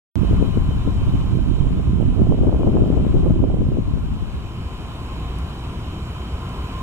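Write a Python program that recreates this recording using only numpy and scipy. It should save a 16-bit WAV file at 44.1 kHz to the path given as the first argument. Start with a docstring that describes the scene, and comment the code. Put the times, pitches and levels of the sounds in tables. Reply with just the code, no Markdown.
"""Wind buffets the left and right openings (ports) of a microphone beside shallow water.
Swirls of air, called eddies, cross the ports: large ones rumble, small ones flutter, hard ones thump.
The wind veers from side to side, swells, and drops after four seconds. Behind it are an outdoor hiss,
the drone and hum of a far machine, distant bird peeps and a few tiny ticks.
The hiss and the machine sink under the gust and come back as the air calms."""
import sys
import numpy as np
from scipy import signal
from scipy.fft import rfft, irfft, next_fast_len
from scipy.io import wavfile
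from scipy.ndimage import uniform_filter1d, map_coordinates

SR = 44100
rng = np.random.default_rng(int(sys.argv[2]) if len(sys.argv) > 2 else 0)


def waveform_to_disk(signal):
    """Save audio, clipped to [-1, 1], as 16-bit WAV at the path in sys.argv[1]."""
    frames = np.transpose(np.atleast_2d(signal))
    scaled = np.clip(frames, -1, 1) * 32767
    samples = np.round(scaled).astype(np.int16)
    wavfile.write(sys.argv[1], SR, samples)


N = 300762

# the background sinks under the gust and returns in the calm: time_s, gain_db
BACKGROUND_DIP = [(0.17, -3), (0.28, 0), (0.7, -1.5), (1.2, -1.1), (1.42, -2.5), (2.4, -4.5), (3.2, -3),
                  (3.42, -7), (5.05, 0.5), (5.9, 0), (6.8, 1.46)]
# the machine's hum rises and falls, and is strongest at the end: time_s, gain_db
HUM_RISE = [(0.2, -4.5), (0.55, 1), (1.6, -3), (2.65, 0.5), (3.6, -2), (4.6, -2), (5.25, 0.5), (5.6, 0.1),
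            (5.9, -1.5), (6.25, -2), (6.62, 2.5), (6.8, 3.5)]


def wind(breakup_db=-17, rumble_boost_db=20, rumble_limit_db=-12.5):
    """Large eddies rumble; faster air breaks them into small ones that flutter, flap and sputter."""
    # wind strength through a first puff, a lull, the main gust and calm: time_s, level_db
    gust = [(0.18, -39), (0.4, -26), (0.52, -38), (0.8, -40), (1.1, -33.5), (1.27, -36.5), (1.37, -34.5),
            (1.46, -39), (1.56, -38), (1.67, -32), (1.85, -32), (1.96, -32), (2.12, -33.5), (2.24, -25.5),
            (2.39, -25.5), (2.58, -21.5), (2.78, -20.5), (3.12, -26), (3.28, -25), (3.7, -27.5),
            (3.88, -37.5), (4.3, -45), (4.6, -57.5), (6.8, -72.5)]
    # the wind swings from port to port: time_s, left_minus_right_db
    veer = [(0.22, -21), (0.36, 7), (0.72, 5), (0.93, 5), (1.5, -16.5), (1.76, -3.5), (2.0, -11), (2.3, -8),
            (2.45, 2), (2.8, 1), (3.1, 5), (3.45, -3), (3.95, 4.5), (4.45, 6.5)]
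    # tone of the large eddies: frequency_hz, level_db
    rumble_tone = [(8, -8.5), (22, -3), (50, 3.5), (90, -1), (140, -4.5), (200, -9), (300, -16.5),
                   (500, -56), (1000, -88.5)]
    # tone of the small eddies: frequency_hz, level_db
    flutter_tone = [(90, -18), (170, -1), (260, 2), (380, 0), (500, -18), (640, -12), (830, -30),
                    (1050, -35), (1500, -50), (2200, -64), (5000, -80)]
    strength = amp(curves(gust))
    port_db = np.array([[.5], [-.5]]) * curves(veer)
    lumps_db = 2 * np.array([wobble(32), wobble(32.09)])  # quick, different on each port
    surges_db = wobble(9.1)  # slower, the same on both
    push = strength * amp(rumble_boost_db)
    push = push / np.hypot(1, push / amp(rumble_limit_db))  # the rumble levels off
    push = push / np.hypot(1, strength / amp(breakup_db))  # and thins as large eddies break up
    push = push * amp(0.61 * curves(BACKGROUND_DIP) + 0.8 * port_db)  # partly follows dip and veer
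    rumble = push * turbulence(rumble_tone, burst_db=2.5, burst_rate=49, even_s=0.09)
    flutter = amp(-1) * turbulence(flutter_tone, burst_db=8.5, burst_rate=110, even_s=0.078)
    flaps = amp(-7.5) * small_eddies(per_second=130, pitch_hz=236, octaves=0.53)
    sputter_gain = amp(-15.5) * strength / amp(breakup_db)  # stands out at the height of the gust
    sputter = sputter_gain * small_eddies(per_second=200, pitch_hz=410, octaves=0.25)
    small_swirls = strength * amp(port_db) * (flutter + flaps + sputter)
    return unit(amp(lumps_db + surges_db)) * (rumble + small_swirls)


def turbulence(tone, burst_db, burst_rate, even_s):
    """Churning air gives each port its own noise in short bursts, evened out over even_s seconds."""
    bursts = amp(burst_db * np.array([wobble(burst_rate), wobble(burst_rate)]))
    pressure = filtered(bursts * rng.standard_normal((2, N)), lambda hz: amp(along(tone, hz)))
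    power = np.abs(uniform_filter1d(pressure ** 2, max(int(even_s * SR), 64), axis=1))
    return unit(pressure / np.sqrt(uniform_filter1d(power, SR // 30, axis=1) + 1e-20))


def eddy(t, hz):
    """One eddy crosses a port: a sharp dip in pressure between two soft rises."""
    distance_squared = (np.pi * hz * t) ** 2
    return (3 * distance_squared - 1) / (1 + distance_squared) ** 3


def small_eddies(per_second, pitch_hz, octaves, max_count=3000):
    """Eddies of random size and strength hit each port at random moments."""
    out, near = np.zeros((2, N)), np.arange(-SR // 100, SR // 100)
    for port in out:
        chance = rng.random((max_count, 3))[:int(per_second * N / SR)]
        samples = (chance[:, :1] * N).astype(int) + near
        hz = pitch_hz * 2 ** (octaves * (2 * chance[:, 1:2] - 1))
        strength = np.sqrt(-np.log(1 - chance[:, 2:]) / hz)  # smaller, higher eddies are weaker
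        pulses = strength * eddy(near / SR, hz)
        port += np.bincount((samples % N).ravel(), pulses.ravel(), N)
    return unit(out)


def buffets(thump_db=-2.5, puff_db=-17.5, puff_width_s=0.015, puff_lag_s=0.00091, puff_octaves=0.71):
    """The hardest eddies thump, most of them to one side, each inside a short puff of swirling air."""
    # the hardest eddies: time_s, level_db, pitch_hz, left_share (0 to 1)
    hard_eddies = [(0.178, -3.5, 118, 0), (0.2, -12, 58, 0), (0.233, -3.5, 175, 0.05), (0.249, -9, 200, 0),
                   (0.312, -2, 167, 1), (0.331, -8.5, 260, 1), (0.4, -3.5, 139, 0.36), (0.426, 1, 252, 1),
                   (0.574, 1, 195, 0.95), (0.585, -0.5, 57.7, 0.7), (0.621, -7, 85, 0.7),
                   (0.690, 1.5, 76, 0.3), (0.709, -11, 225, 0.15), (0.866, -1, 58, 0.6),
                   (0.876, -2, 214, 0.92), (0.887, -5.5, 104, 0.8), (0.929, -11, 115, 0.7),
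                   (0.954, -17, 215, 1), (1.094, -4, 116, 0.26), (1.138, -3, 58, 0.9),
                   (1.147, -3.5, 101, 0.9), (1.354, -3, 146, 0.03), (1.372, 0.5, 124, 0.16),
                   (1.483, -21, 240, 0), (1.605, -2, 62, 0), (1.612, -3.5, 140, 0.04),
                   (1.709, -6.5, 146, 1), (1.764, -6, 111, 0.6), (1.775, -11.5, 180, 0),
                   (1.795, -8, 190, 0.8), (1.881, 1, 55.7, 0.3), (1.896, 3.5, 94, 0.37),
                   (1.906, -6, 118, 0), (1.934, -0.5, 130, 0.2), (2.001, 0, 163, 0), (2.01, -8, 280, 0),
                   (2.027, -2, 220, 0.03), (2.058, 0, 58, 0), (2.2, -10, 185, 0.1), (2.218, 1, 174, 0.83),
                   (2.29, 0.5, 102, 0), (2.297, 1.5, 126, 0.12), (2.323, -3.5, 362, 0.13),
                   (2.346, -4.5, 251, 0.2), (2.389, -12, 320, 0.86), (2.413, -1.5, 58, 1),
                   (2.435, -5, 286, 1), (2.471, -6.5, 300, 0.2), (2.494, -6.5, 358, 0.8),
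                   (2.528, -6, 358, 0.24), (2.539, -4, 62, 1), (2.547, -6.5, 340, 0.9),
                   (2.611, -7.5, 279, 0.94), (2.633, -7.5, 420, 0.8), (2.671, -7, 360, 0),
                   (2.675, -1.5, 322, 0.87), (2.742, -17, 430, 0.2), (2.754, -0.5, 220, 0.9),
                   (2.770, -4, 386, 0), (2.812, 0, 60, 1), (2.822, -2, 212, 0), (2.841, -6, 260, 0.2),
                   (2.878, -4, 228, 0.85), (2.903, 3, 190, 0.88), (2.926, -11, 340, 0),
                   (2.941, -12, 430, 0.75), (2.975, -4.5, 307, 0.83), (3.0, -10.5, 335, 1),
                   (3.05, -10, 338, 1), (3.067, -2.5, 196, 0.94), (3.152, -12.5, 291, 0.9),
                   (3.171, -10, 308, 0.9), (3.262, -6.5, 350, 0.1), (3.268, -6, 280, 0.05),
                   (3.279, -6, 180, 0.2), (3.301, -5, 215, 0.4), (3.308, 4.5, 138, 0.9),
                   (3.403, 0.5, 140, 0.96), (3.44, -3.5, 342, 0.05), (3.501, -7.5, 285, 0.24),
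                   (3.543, -5, 253, 0.23), (3.572, -11, 287, 0.2), (3.618, -6, 218, 1),
                   (3.669, -10.5, 209, 0.05), (3.689, 1.5, 113, 0.4), (3.72, -6.5, 215, 0.1),
                   (3.745, -13.5, 240, 1), (3.772, -10, 283, 1), (3.787, -1.5, 175, 0.9),
                   (3.859, -13, 65, 0.9), (3.938, -2.5, 86, 1), (3.975, -10, 220, 0.63),
                   (4.143, -9.5, 112, 0.2), (4.224, -10.5, 160, 1)]
    out, near = np.zeros((2, N)), np.arange(-SR // 8, SR // 8)
    grid_hz = np.fft.rfftfreq(len(near), 1 / SR) + 1
    swell = bell(near / SR - puff_lag_s, puff_width_s)
    for time_s, level_db, pitch_hz, left_share in hard_eddies:
        band = bell(np.log2(grid_hz / (0.8 * pitch_hz)), puff_octaves)  # a little below the thump
        puff = swell * irfft(rfft(rng.standard_normal((2, len(near)))) * band, len(near))
        puff = puff * np.linalg.norm(swell) / np.linalg.norm(puff, axis=1, keepdims=True)
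        thump = amp(thump_db) * eddy(near / SR, pitch_hz) + amp(puff_db) * puff
        sides = np.array([[left_share], [1 - left_share]])
        out[:, round(time_s * SR) + near] += amp(level_db) * sides * thump
    return out


def throbs(pitch_hz=66, octaves=0.25, width_s=0.017):
    """Soft puffs of bass, the same on both ports, break up the rumble in the calm."""
    # bass puffs: time_s, level_db
    puffs = [(4.37, -25), (4.67, -26), (5.01, -27), (5.445, -24), (5.78, -26), (6.03, -27), (6.115, -30),
             (6.205, -27), (6.345, -25), (6.59, -26)]
    t = np.arange(N) / SR
    bass = filtered(rng.standard_normal(N), lambda hz: bell(np.log2((hz + 1) / pitch_hz), octaves))
    even_bass = bass / np.sqrt(np.abs(uniform_filter1d(bass ** 2, SR // 20)) + 1e-20)
    return even_bass * sum(amp(level_db) * bell(t - time_s, width_s) for time_s, level_db in puffs)


def birds(gain_db=-4.0, flicker_db=1.0, scatter_db=-3, scatter_s=0.19):
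    """Far shorebirds peep in gliding whistles; gusty air on the way makes them flicker and scatter."""
    # peeps: start_s, length_s, start_hz, end_hz, sag (share of pitch lost at both ends), level_db
    peeps = [(0.238, 0.063, 3060, 3020, 0.01, -54), (0.375, 0.06, 3150, 3070, 0.017, -55),
             (0.523, 0.05, 2920, 3040, 0.01, -54), (0.654, 0.12, 3080, 3090, 0.05, -52),
             (0.79, 0.05, 3560, 3590, 0.041, -58), (0.865, 0.03, 3500, 3560, 0.005, -59),
             (0.96, 0.076, 2980, 3160, 0.016, -53), (1.07, 0.044, 3380, 3780, 0.01, -58.5),
             (1.12, 0.06, 3080, 2950, 0.003, -54), (1.185, 0.039, 2830, 3000, 0.005, -52.5),
             (1.205, 0.025, 3700, 3380, 0.005, -58.5), (1.659, 0.06, 3100, 3160, 0.005, -58),
             (1.75, 0.05, 3370, 3640, 0.0046, -60.5)]
    out, t = np.zeros(N), np.arange(SR // 4) / SR
    for start_s, length_s, start_hz, end_hz, sag, level_db in peeps:
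        position = np.linspace(-1, 1, int(length_s * SR))
        hz = np.linspace(start_hz, end_hz, len(position)) * (1 - sag * position ** 2)
        fade = np.sqrt(np.abs(np.cos(np.pi * position / 2)))
        whistle = fade * np.sin(2 * np.pi * np.cumsum(hz) / SR)
        out[round(start_s * SR):][:len(whistle)] += amp(level_db + gain_db) * unit(whistle)
    out = out * unit(amp(flicker_db * wobble(70.2)))
    tail = rng.standard_normal((2, len(t))) * amp(-60 * t / scatter_s)
    scattered = signal.fftconvolve(out[None], tail / np.linalg.norm(tail[0]), axes=1)[:, :N]
    return out + amp(scatter_db) * scattered


def ticks(fade_s=0.0022, dull_hz=7000):
    """A few tiny dry clicks close by, each a burst of noise with its treble softened."""
    # clicks: start_s, level_db
    clicks = [(3.309, -33.5), (5.296, -34.5), (5.387, -21), (6.492, -30)]
    out, t = np.zeros((2, N)), np.arange(SR // 50) / SR
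    for start_s, level_db in clicks:
        click = rng.standard_normal((2, len(t))) * amp(-60 * t / fade_s)
        out[:, round(start_s * SR):][:, :len(t)] += amp(level_db) * click / np.abs(click).max()
    return filtered(out, lambda hz: 1 / (1 + 1j * hz / dull_hz))


def machine(drone_hz=59.53, waver_hz=0.813, hum_hz=116.6, swell_at_s=5.27):
    """A far machine: a low, wavering drone that swells once, and a thin hum."""
    # the tones that make up the hum: multiple (of hum_hz), level_db
    overtones = [(4, -57), (9, -53), (10, -63.5), (12, -62.5), (14, -68)]
    t = np.arange(N) / SR
    phase = 2 * np.pi * np.cumsum(drone_hz + waver_hz * wobble(9)) / SR
    swell_db = 12 * bell(t - swell_at_s, width=0.13)
    drone = amp(-36.5 + swell_db + 1.9 * wobble(8.7)) * unit(np.sin(phase))
    cycles = hum_hz * t + .003 * wobble(2)
    hum = np.zeros(N)
    for multiple, level_db in overtones:
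        gain = amp(level_db + 0.7 * wobble(4.7))  # each fades on its own as the air shifts
        hum += gain * unit(np.sin(2 * np.pi * round(multiple) * cycles))
    return drone + amp(curves(HUM_RISE)[0]) * hum


def background():
    """Air hisses over the water, with a far rumble, a rush, a whine and the machine; all dip together."""
    # tone of the far rumble: frequency_hz, level_db
    low_tone = [(10, -10.5), (35, -0.5), (60, -1.5), (110, 1.5), (190, -5), (260, -10.5), (360, -12.5),
                (470, -20), (700, -46.5), (2000, -90)]
    # tone of the mid-pitched rush: frequency_hz, level_db
    rush_tone = [(250, -7), (500, -8.5), (700, -4), (880, -6), (1010, -0.5), (1130, -6), (1280, -6.5),
                 (1600, -13), (2000, -23), (3000, -48), (6000, -92)]
    # narrow whine around the hum's strongest overtone: frequency_hz, level_db
    whine_tone = [(850, -45.5), (985, -3.5), (1050, 3.5), (1100, -10), (1220, -47)]
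    # tone of the hissing air: frequency_hz, level_db
    hiss_tone = [(1200, -14.5), (1950, -6.5), (2500, 1), (2800, -2.5), (3080, 3), (3330, -6), (3800, -2.5),
                 (4600, -10.5), (6400, -16.5), (7450, -13), (8400, -20), (10200, -17.5), (11200, -27.5),
                 (12400, -22), (15700, -30)]
    # thin, high ring in the hiss: frequency_hz, level_db
    ring_tone = [(2750, -30), (2980, -3), (3080, -2.5), (3180, -4), (3350, -34.5)]
    # the ring fades and returns: time_s, level_db
    ring_fade = [(0.3, -53), (1.3, -55), (2.2, -57), (4.8, -66), (5.8, -59), (6.7, -53.5)]
    low = amp(-30.5 + 0.94 * wobble(13)) * distant(low_tone, patchy_db=-0.5)
    rush = amp(-40.5) * distant(rush_tone, patchy_db=0.75)
    whine_db = -51.5 + 2.9 * curves(HUM_RISE)  # swells with the hum, but more widely
    whine = amp(whine_db) * distant(whine_tone, patchy_db=-0.5)
    hiss = amp(-45.5) * distant(hiss_tone, patchy_db=0.92)
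    ring = amp(curves(ring_fade)) * distant(ring_tone, patchy_db=1.5)
    return amp(curves(BACKGROUND_DIP)) * (low + rush + whine + hiss + ring + machine())


def distant(tone, patchy_db, lag_s=0.00013):
    """Far noise with slow louder and softer patches; it reaches the right port first."""
    # which side is louder: frequency_hz, left_minus_right_db
    balance = [(380, 0.5), (700, -3.5), (1150, 3.5), (2000, -3.5), (4400, -2), (8100, .5), (15000, -5.5)]
    # how alike the two sides are: frequency_hz, likeness (0 to 1)
    likeness = [(130, 1), (600, 0.89), (1200, 0.85), (1800, 0.2), (2400, 0.37), (2900, 0.16), (3400, 0.6),
                (4700, 0.98), (5800, 0.31), (11000, 0.27), (14000, .1)]
    slices = signal.stft(rng.standard_normal((2, N)), nperseg=512)[2]
    patches = uniform_filter1d(rng.standard_normal(slices.shape[1:]), size=5, axis=0)  # smooth in pitch
    patches = uniform_filter1d(patches, size=18, axis=1)  # and in time
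    noise = signal.istft(slices * amp(patchy_db * unit(patches)), nperseg=512)[1][:, :N]

    def split(hz):
        angle = np.arccos(np.clip(along(likeness, hz), -1, 1)) / 2
        return amp(along(tone, hz)) * np.array([np.cos(angle), np.sin(angle)])

    shared, opposed = filtered(noise, split)
    half = np.array([[.5], [-.5]])
    ports = lambda hz: amp(half * along(balance, hz)) * np.exp(-2j * np.pi * hz * half * lag_s)
    return unit(filtered(np.array([shared + opposed, shared - opposed]), ports))


def amp(db):
    """Turn decibels into a gain to multiply by."""
    return 10 ** (np.asarray(db) / 20)


def unit(x):
    """Scale a signal to an average power of 1."""
    return x / np.sqrt(np.mean(x ** 2) + 1e-20)


def bell(x, width):
    """A smooth hump, 1 high where x is 0."""
    return np.exp(-.5 * (x / width) ** 2)


def along(points, hz):
    """Read between (frequency_hz, value) points, with octaves evenly spaced."""
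    points_hz, values = np.transpose(points)
    return np.interp(np.log(hz + 1), np.log(points_hz + 1), values)


def curves(rows):
    """Join (time_s, value) points with straight lines, one value per sample."""
    times_s, *columns = np.transpose(rows)
    return np.array([np.interp(np.arange(N) / SR, times_s, column) for column in columns])


def wobble(rate):
    """A smooth curve through rate random points a second."""
    return map_coordinates(rng.standard_normal(int(N * rate / SR) + 4), [np.arange(N) * rate / SR])


def filtered(x, response):
    """Scale and delay each frequency in x as response(hz) says."""
    size = next_fast_len(N + SR // 2)
    return irfft(rfft(x, size) * response(np.fft.rfftfreq(size, 1 / SR)), size)[..., :N]


def scene():
    """Wind on the ports, over the far background, birds and ticks."""
    return wind() + buffets() + throbs() + background() + birds() + ticks()


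def record(dry, start_s=0.156, ceiling=0.97, top_hz=15800):
    """The sound cuts in after a short silence; its peaks are rounded and its highest treble is cut."""
    live = dry * (np.arange(N) / SR >= start_s)
    rounded = live / (1 + np.abs(live / ceiling) ** 6) ** (1 / 6)
    return filtered(rounded, lambda hz: hz < top_hz)


dry = scene()
out = record(dry)
waveform_to_disk(out)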